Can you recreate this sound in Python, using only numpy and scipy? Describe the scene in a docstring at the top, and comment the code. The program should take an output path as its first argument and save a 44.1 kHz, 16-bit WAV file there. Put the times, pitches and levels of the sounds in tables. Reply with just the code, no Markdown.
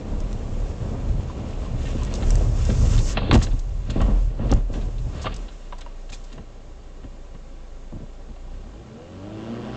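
"""Car crash, heard from inside.

On a country road the body booms over rough asphalt, the tyres skid on grit and the car rams another.
Sheet metal crumples and splinters as the other car is shoved up on its side. Loose parts settle over
the idling engine, which races at the end. The windscreen microphone overloads on the heaviest blows."""
import sys
import numpy as np
from scipy import signal
from scipy.fft import rfft, irfft, next_fast_len
from scipy.io import wavfile

SR = 44100
rng = np.random.default_rng(int(sys.argv[2]) if len(sys.argv) > 2 else 0)


def persist_wave(psi):
    """Save psi, clipped to +-1, as 16-bit WAV."""
    counts = np.round(np.clip(psi, -1, 1) * 32767).astype(np.int16)
    wavfile.write(sys.argv[1], SR, np.atleast_2d(counts).T)


N = 430416
TIME_S = np.arange(N) / SR

# Chassis blows. Each row: start in seconds, level in dB, length in seconds, tilt in dB per octave.
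BLOWS = [(1.946, -25, 0.011, 3.5), (2.409, -29, 0.0051, 10), (2.69, -21.5, 0.024, 5.5),
         (3.171, -24.5, .008, 2), (3.292, -22, 0.015, 3.5), (3.325, -6, 0.031, 2),
         (3.368, -14.5, 0.015, -2), (3.528, -25, 0.016, -1), (3.888, -29.5, 0.026, 3.5),
         (3.958, -22.5, 0.067, 2.5), (4.082, -22, 0.035, 0), (4.395, -26, 0.056, 2.5), (4.51, -18, .008, 2),
         (4.525, -5, 0.0071, -5), (4.696, -29.5, 0.0086, 2), (4.755, -35, 0.034, -7),
         (5.244, -33, 0.013, 5), (6.117, -43, .015, 3), (6.334, -43, 0.031, 4), (6.376, -38, 0.029, 1.5),
         (6.763, -44, 0.0093, -6), (7.037, -36, 0.022, -1), (7.3425, -42.5, 0.026, 2.5),
         (7.925, -32, 0.038, -1), (8.0, -37.5, 0.04, 2), (8.287, -37.5, 0.016, 0)]
# Metal crumpling. Each row: start in seconds, level in dB, length in seconds, tilt in dB per octave.
BUCKLINGS = [(2.223, -32.5, .006, 3), (2.696, -32, 0.0076, 4), (2.979, -27, 0.0037, 8),
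             (3.17, -18, 0.009, 0.5), (3.19, -38, 0.14, 6.5), (3.218, -27, 0.0034, -6),
             (3.3104, -10.5, 0.0019, 2.5), (3.326, -17.5, 0.028, -1), (3.414, -33, 0.022, 1.5),
             (3.464, -36, 0.0052, 5), (3.510, -43, .006, 7), (3.897, -32.5, 0.0079, 5.5),
             (3.96, -38, .15, -6.5), (4.002, -27, 0.02, -3.5), (4.39, -41, 0.045, -4),
             (4.495, -36, 0.013, 0), (4.521, -27, 0.0055, -1.5), (4.738, -42.5, 0.028, 3),
             (4.813, -44, .01, 9), (4.982, -44, .005, 12), (5.144, -43, 0.066, -8),
             (5.242, -28.5, 0.004, -1.5), (5.255, -26.5, 0.013, 1), (5.264, -23.5, 0.0047, -2),
             (5.32, -40, 0.015, 4), (5.482, -39, .004, 4.5), (5.7226, -33, 0.0038, -1),
             (5.782, -45, 0.012, -1), (5.808, -40, 0.0088, 5), (5.864, -42, .006, -16),
             (6.092, -43.5, .01, 3), (6.121, -39.5, 0.021, 6), (6.319, -45, 0.009, 6),
             (6.378, -41, 0.0066, -2.5), (7.032, -46.5, .008, -1), (7.345, -47, .006, 0),
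             (8.358, -45, .008, -3)]
# Glass and plastic breaking. Each row: start in seconds, level in dB, length in seconds.
SHOWERS = [(2.148, -37.5, 0.0094), (3.325, -29.5, 0.026), (3.419, -31.5, 0.02), (3.59, -42.5, 0.0063),
           (3.9, -40, 0.0095), (4.013, -38.5, .005), (4.515, -23.5, 0.00073), (4.536, -32, .0015),
           (4.727, -50, 0.011), (5.211, -41.5, 0.023), (5.34, -40, .004), (5.362, -39.5, 0.0045),
           (5.781, -49, 0.0089), (5.807, -44.5, 0.0059), (6.096, -48, 0.0081), (6.116, -42, 0.029),
           (6.236, -51, 0.012), (6.324, -50.5, .01)]
# Stones and trim. Each row: start in seconds, level in dB.
HARD_TICKS = [(.2035, -39), (.329, -38), (2.0335, -34), (2.0495, -36), (2.1395, -29), (2.305, -24),
              (2.355, -28), (2.652, -31)]
# Loose parts. Each row: start in seconds, level in dB, pitch in Hz.
KNOCKS = [(1.299, -40, 1005), (1.662, -42.5, 1060), (2.019, -41, 1013), (5.269, -30, 1190),
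          (5.7255, -37, 965), (5.863, -39, 940), (6.13, -40.5, 2450)]
# Dashboard. Each row: start in seconds, level in dB, length in seconds, slips per second.
DASH_CREAKS = [(1.854, -42.5, 0.031, 305), (2.068, -46, 0.013, 380)]

# Resonances. Each row: frequency in Hz, width in Hz, gain in dB.
BODY_MODES = [(41.5, 18.4, 1), (69.4, 39, -5.5), (101.9, 21.2, 2.5), (172, 45.4, -5.5), (218, 58, -5),
              (323.5, 99, -12), (419, 162, -17), (622, 244, -27.5)]
PANEL_MODES = [(480, 280, -0.5), (710, 150, 6.5), (1023, 230, 1.5), (1377, 370, -1.5), (1690, 370, -2),
               (2100, 380, -7), (2670, 160, -2.5), (3180, 430, -6.5), (4270, 1120, -9.5)]
SHARD_MODES = [(3520, 1800, -1), (5260, 1300, 4), (5940, 620, 6.5), (7040, 1600, 1.5)]
TICK_MODES = [(1900, 900, -6), (5200, 1500, -1), (7300, 1500, 0)]
CREAK_MODES = [(1820, 220, 7), (2900, 400, 5), (4050, 400, -6.5)]
SUSPENSION_MODES = [(27.9, 6.4, -2), (41.14, 7.4, 0)]
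AIR_MODES = [(64, 20.3, 2), (92, 25.6, -1.5), (113.8, 17.4, 0.5)]

# Road noise. Each row: time in seconds, then suspension boom, cabin drone, tyre roar in relative dB.
RIDE_LEVELS = [(0, -43, -32, -36.5), (.14, -24, -34.5, -35), (.4, -28, -33, -38.5), (.64, -25, -29, -38),
               (.74, -36, -33.5, -37), (.82, -33.5, -27, -35.5), (1.03, -28, -30.5, -36.5),
               (1.13, -17, -23, -37), (1.25, -37, -26, -38), (1.36, -37, -32, -37.5), (1.6, -29, -32, -36),
               (2.0, -25.5, -29, -36.5), (2.21, -29, -25, -35), (2.29, -14.5, -22.5, -32),
               (2.45, -23.5, -23, -34.5), (2.6, -23, -25, -39), (2.87, -20.5, -17, -31),
               (2.99, -16.5, -17.5, -36.5), (3.12, -26, -33, -37), (3.24, -24.5, -28.5, -33),
               (3.38, -27, -16.5, -31), (3.46, -24.5, -31.5, -36.5), (3.53, -20, -30, -45),
               (3.63, -24.5, -36.5, -50), (3.76, -26.5, -31.5, -50), (3.92, -28.5, -27.5, -42.5),
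               (4.02, -14.5, -23.5, -39), (4.15, -17.5, -32, -34), (4.27, -20, -29, -53),
               (4.35, -31.5, -35, -46), (4.44, -24, -25, -36), (4.58, -20, -24, -32),
               (4.66, -23.5, -43, -54), (4.76, -30.5, -37, -33.5), (4.83, -22, -26.5, -40),
               (4.92, -33, -37.5, -45.5), (5.02, -24.5, -29, -47), (5.16, -38, -28, -42.5),
               (5.3, -31, -36.5, -42), (5.43, -32.5, -49, -46.5), (5.61, -44, -51, -53)]
# Tyres and wreck sliding. Each row: time in seconds, then scrape and grit hiss in relative dB.
SLIDE_LEVELS = [(0, -53.5, -58.5), (.7, -52, -55), (1.3, -51, -56.5), (1.75, -51, -56),
                (1.87, -45.5, -48.5), (2.1, -46, -53.5), (2.2, -47.5, -48.5), (2.28, -44, -45),
                (2.47, -51.5, -50.5), (2.62, -43.5, -44), (2.8, -46.5, -42.5), (2.95, -38, -36.5),
                (3.03, -50, -38), (3.09, -36.5, -32), (3.13, -42.5, -40), (3.17, -42, -85),
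                (3.29, -63, -82), (3.37, -38, -43), (3.46, -51, -50), (3.52, -53, -54), (3.65, -61, -60.5),
                (3.85, -58, -62.5), (3.93, -45.5, -59), (4.04, -49, -55.5), (4.18, -53.5, -57.5),
                (4.25, -60.5, -57.5), (4.38, -56, -73), (4.48, -48.5, -57), (4.58, -50, -58),
                (4.67, -74, -73), (4.75, -48.5, -52.5), (4.9, -59, -61), (5.08, -58.5, -57),
                (5.2, -43.5, -55), (5.3, -47, -64), (5.4, -52, -56), (5.6, -55.5, -58), (5.9, -53, -63),
                (6.08, -62, -56), (6.17, -49, -49), (6.35, -44, -52), (6.6, -64, -64)]
# Engine load. Each row: time in seconds, then shake, exhaust note, clatter in relative dB.
ENGINE_LEVELS = [(5.3, -44, -66, -74), (5.72, -34, -57, -66), (6.2, -35, -56, -69), (6.47, -39.5, -62, -70),
                 (7.9, -36.5, -59, -64), (8.35, -37.5, -55, -62), (8.54, -32, -38.5, -51.5),
                 (8.72, -40, -44, -50), (9.0, -57, -38.5, -47), (9.22, -57, -35.5, -43),
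                 (9.41, -57, -35, -38), (9.58, -57, -31.5, -37), (9.76, -67, -35, -34.5)]
# Engine speed. Each row: time in seconds, firings per second.
FIRING_RATE = [(5.4, 38.3), (5.72, 27.5), (6.21, 29.4), (6.47, 28.4), (7.05, 28.7), (7.9, 26.4), (8.34, 29),
               (8.54, 30.6), (8.64, 32.5), (8.75, 50.8), (8.85, 66), (9.0, 81), (9.2, 96), (9.3, 105),
               (9.4, 109), (9.6, 120), (9.76, 126)]
# Engine orders; a belt-driven pulley adds 1.75. Each row: multiple of the firing rate, level in dB.
ENGINE_ORDERS = [(.5, -9), (1, -2.5), (1.5, -17), (1.75, -6), (2, -3), (2.5, -14.5), (3, -6), (3.5, -15.5),
                 (4, -14.5), (4.5, -15.5), (5, -17), (6, -8), (7, -24), (8, -18), (9, -15.5), (11, -26)]
# Cabin response to the engine. Each row: frequency in Hz, gain in dB.
CABIN_RESPONSE = [(30, -17.5), (55, -2), (75, -15), (95, 0.5), (120, 2.5), (170, -5), (205, 1.5), (232, 9),
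                  (255, -11), (305, 8), (370, -1), (430, -3.5), (480, 5.5), (540, -1.5), (610, 4),
                  (670, -8), (730, -1), (820, -14), (1300, -5)]

# Noise spectra. Each row: frequency in Hz, relative density in dB.
TYRE_SPECTRUM = [(82, -26), (140, -4.5), (206, 1.5), (363, -8), (410, -7), (567, -9), (876, -18),
                 (1020, -19), (1470, -29.5), (2500, -36), (3250, -53.5), (5500, -120)]
SCRAPE_SPECTRUM = [(700, -19), (1100, 5), (1600, 0.5), (2150, -1.5), (2650, 2), (3500, -1.5), (4500, -5),
                   (7000, -34.5)]
GRIT_SPECTRUM = [(2500, -21), (4000, -12), (5200, -1.5), (6300, -1.5), (7300, -0.5), (9000, -13.5),
                 (12000, -9.5)]
CLATTER_SPECTRUM = [(40, -5), (150, -6), (230, -7.5), (350, -4), (480, -10), (630, -8.5), (880, -16.5),
                    (1330, -17.5), (2150, -27), (3000, -23), (4000, -32), (5000, -34), (8000, -44.5)]
FAN_SPECTRUM = [(20, 10.5), (45, 0.5), (80, 0), (130, -2.5), (200, -5), (350, -7.5), (560, -7),
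                (850, -15.5), (1100, -18), (1800, -24), (2900, -25.5), (5500, -31), (7300, -29),
                (8500, -40)]


def from_db(db):
    """Decibels to gain."""
    return 10 ** (np.asarray(db) / 20)


def rms_one(x):
    """Scale to rms 1."""
    return x / np.sqrt(np.mean(x ** 2) + 1e-20)


def in_time(rows):
    """One curve per column after the time."""
    times_s, *columns = np.transpose(rows)
    return [np.interp(TIME_S, times_s, column) for column in columns]


def at_hz(spectrum, hz):
    """Read dB on a log-frequency axis."""
    knots_hz, knots_db = np.transpose(spectrum)
    return np.interp(np.log(hz), np.log(knots_hz), knots_db)


def cut(x, hz, kind, order=2):
    """Butterworth filter."""
    return signal.sosfilt(signal.butter(order, hz, kind, fs=SR, output="sos"), x + 1e-18)


def colour(x, spectrum):
    """Apply a spectrum that falls away beyond its ends; rms 1."""
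    size = next_fast_len(N)
    hz = np.maximum(np.arange(size // 2 + 1) * SR / size, 1)
    low_hz, high_hz = spectrum[0][0], 2 * spectrum[-1][0]
    skirts = 1 / np.sqrt((1 + (low_hz / hz) ** 8) * (1 + (hz / high_hz) ** 8))
    return rms_one(irfft(rfft(x, size) * from_db(at_hz(spectrum, hz)) * skirts, size)[:N])


def drift(rate_hz):
    """Random wander; rms 1."""
    knots_s = np.arange(0, TIME_S[-1] + 1, 1 / rate_hz)
    return rms_one(np.interp(TIME_S, knots_s, rng.standard_normal(len(knots_s))))


def grains(per_s, spread_db, size=N):
    """Random clicks of uneven strength."""
    strength = from_db(spread_db * np.minimum(rng.exponential(1, size), 4))
    return strength * rng.choice([-1, 1], size) * (rng.random(size) < per_s / SR)


def resonate(x, modes, tilt_db=0):
    """Parallel resonances with alternating signs, tilted per octave."""
    out = 0
    for k, (hz, width_hz, db) in enumerate(modes):
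        radius = np.exp(-np.pi * width_hz / SR)
        feedback = [1, -2 * radius * np.cos(2 * np.pi * hz / SR), radius ** 2]
        band = signal.lfilter([1 - radius ** 2, 0, radius ** 2 - 1], feedback, x + 1e-18) / 2
        out = out + (-1) ** k * from_db(db + tilt_db * np.log2(hz / modes[0][0])) * band
    return out


def burst(length_s, t60_s, per_s, spread_db, lead=.5):
    """A leading snap, then clicks that hold for length_s and die away."""
    t = TIME_S[:SR // 2]
    snaps = grains(per_s, spread_db, len(t)) * from_db(-60 * np.maximum(t - length_s, 0) / t60_s)
    snaps[0] += lead * np.sqrt(np.sum(snaps ** 2))
    return snaps


def add_event(track, start_s, sound, db, held_s):
    """Mix in a sound with the energy of a level held for held_s."""
    gain = from_db(db) * np.sqrt(held_s * SR / (np.sum(sound ** 2) + 1e-20))
    start = round(start_s * SR)
    track[start:start + len(sound)] += gain * sound[:N - start]


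def thuds():
    """Jolts set chassis and cabin air swinging; the mounts soften every edge."""
    out = np.zeros(N)
    for start_s, db, length_s, tilt_db in BLOWS:
        jolts = burst(length_s, t60_s=2.5 * length_s, per_s=1600, spread_db=2, lead=.57)
        add_event(out, start_s, resonate(jolts, BODY_MODES, tilt_db), db, length_s + .01)
    return cut(out, 1000, "low", order=3)


def crunches():
    """Each buckling is a run of snaps that rings the sheet metal."""
    out = np.zeros(N)
    for start_s, db, length_s, tilt_db in BUCKLINGS:
        snaps = burst(length_s, t60_s=.049, per_s=3000, spread_db=3, lead=.26)
        add_event(out, start_s, resonate(snaps, PANEL_MODES, tilt_db), db, length_s + .0027)
    return cut(out, 4000, "low", order=8) + from_db(-35) * cut(out, 5600, "high")


def splinters():
    """Showers of tiny shards swell and fade."""
    out = np.zeros(N)
    for start_s, db, length_s in SHOWERS:
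        shards = burst(length_s, t60_s=2.6 * length_s + .003, per_s=8100, spread_db=2, lead=0)
        attack = np.minimum(TIME_S[:len(shards)] / (.29 * length_s), 1)
        add_event(out, start_s, resonate(shards * attack, SHARD_MODES), db, length_s + .00074)
    return out


def ride():
    """Bumps rock the body on its springs and pump the cabin air; the tread roars until the car stops."""
    boom_db, drone_db, roar_db = in_time(RIDE_LEVELS)
    bumps = cut(rng.standard_normal(N), 57.8, "low", order=4)
    sway = resonate(bumps, SUSPENSION_MODES)
    swell = np.abs(signal.hilbert(sway))
    damped = sway / (swell + .47 * swell.mean())   # dampers even out the swings
    boom = rms_one(damped) * from_db(boom_db + .5)
    pumping = cut(rng.standard_normal(N), [55, 150], "band")
    drone = rms_one(resonate(pumping, AIR_MODES)) * from_db(drone_db)
    tread = grains(per_s=2500, spread_db=2.87) * from_db(.97 * drift(22.13))
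    roar = colour(tread, TYRE_SPECTRUM) * from_db(roar_db + 1.5)
    return (boom + drone + roar) * np.interp(TIME_S, [5.4, 5.7], [1, 0])


def slide():
    """Rubber and metal drag over grit: a grainy scrape under a fine hiss."""
    scrape_db, grit_db = in_time(SLIDE_LEVELS)
    judder_db = drift(35)
    coarse = grains(per_s=9000, spread_db=3.6) * from_db(1.1 * judder_db)
    fine = grains(per_s=14000, spread_db=4.3) * from_db(judder_db)
    scrape = colour(coarse, SCRAPE_SPECTRUM) * from_db(scrape_db)
    hiss = colour(fine, GRIT_SPECTRUM) * from_db(grit_db + 1)
    return (scrape + hiss) * np.interp(TIME_S, [5.3, 6.6], [1, 0])


def engine():
    """Firings shake the body, uneven cylinders add half orders, valve gear and intake clatter."""
    firing_hz, = in_time(FIRING_RATE)
    shake_db, note_db, clatter_db = in_time(ENGINE_LEVELS)
    phase = 2 * np.pi * np.cumsum(firing_hz * (1 + .012 * drift(70))) / SR
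    octave_db = np.interp(TIME_S, [6.2, 6.6], [-16, -8])
    shake = np.cos(phase) + from_db(octave_db) * np.cos(2 * phase)
    note = np.zeros(N)
    for order, db in ENGINE_ORDERS:
        order_db = db - 5.5 + at_hz(CABIN_RESPONSE, order * firing_hz) + 1.85 * drift(25)
        note += from_db(order_db) * np.cos(order * phase + rng.uniform(0, 2 * np.pi))
    hum = np.sqrt(2) * (shake * from_db(shake_db) + note * from_db(note_db))
    pulsing = rng.standard_normal(N) * (1 + .5 * np.cos(phase))
    return hum, colour(pulsing, CLATTER_SPECTRUM) * from_db(clatter_db)


def ticks():
    """Stones and trim strike single hard ticks."""
    out = np.zeros(N)
    for start_s, db in HARD_TICKS:
        snap = burst(.0005, t60_s=.006, per_s=30000, spread_db=1)
        add_event(out, start_s, resonate(snap, TICK_MODES), db, held_s=.002)
    return out


def clanks():
    """Small loose parts ring like short bars."""
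    out = np.zeros(N)
    for start_s, db, hz in KNOCKS:
        touch = burst(.002, t60_s=.02, per_s=2000, spread_db=2, lead=2.5)
        ring = resonate(touch, [(hz, 35, 0), (3 * hz, 70, -22)])
        add_event(out, start_s, ring, db, held_s=.014)
    return out


def creaks():
    """Dashboard plastic sticks and slips under braking."""
    out = np.zeros(N)
    t = TIME_S[:SR // 8]
    for start_s, db, length_s, per_s in DASH_CREAKS:
        slips = np.diff(np.floor(t * per_s), prepend=-1) * (t < length_s)
        slips *= rng.uniform(.25, 1, len(t))
        add_event(out, start_s, resonate(slips, CREAK_MODES), db, length_s)
    return out


def fan():
    """Steady rush of cabin air."""
    return from_db(-44) * colour(rng.standard_normal(N), FAN_SPECTRUM)


def cabin(x, t60_s, wet_db):
    """Glass and trim add a short, dense spray of treble reflections."""
    t = TIME_S[:SR // 4]
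    spray = grains(per_s=3000, spread_db=2, size=len(t)) * from_db(-60 * t / t60_s) * (t > .001)
    echoes = cut(spray, 600, "high")
    echoes /= np.sqrt(np.sum(echoes ** 2))
    return x + from_db(wet_db) * signal.fftconvolve(x, echoes)[:N]


def scene():
    """Mono mix behind the windscreen; only airborne sound is reflected."""
    hum, clatter = engine()
    airborne = clatter + fan() + slide() + crunches() + splinters() + ticks() + clanks() + creaks()
    return (from_db(-2) * cabin(airborne, t60_s=.098, wet_db=-8) + ride() + thuds() + hum)[None]


def record(dry):
    """The input overloads with flat tops; the band ends steeply, with a faint leak above."""
    ceiling, cutoff_hz = .38, 8100
    clipped = dry / (1 + (dry / ceiling) ** 8) ** (1 / 8)
    centred = cut(clipped, 4.9, "high", order=1)
    band = signal.sosfilt(signal.cheby1(12, .3, cutoff_hz, fs=SR, output="sos"), centred)
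    leak = from_db(-19) * cut(centred, 8500, "high", order=4)
    return cut(band + leak, 12000, "low", order=8)


dry = scene()
out = record(dry)
persist_wave(out)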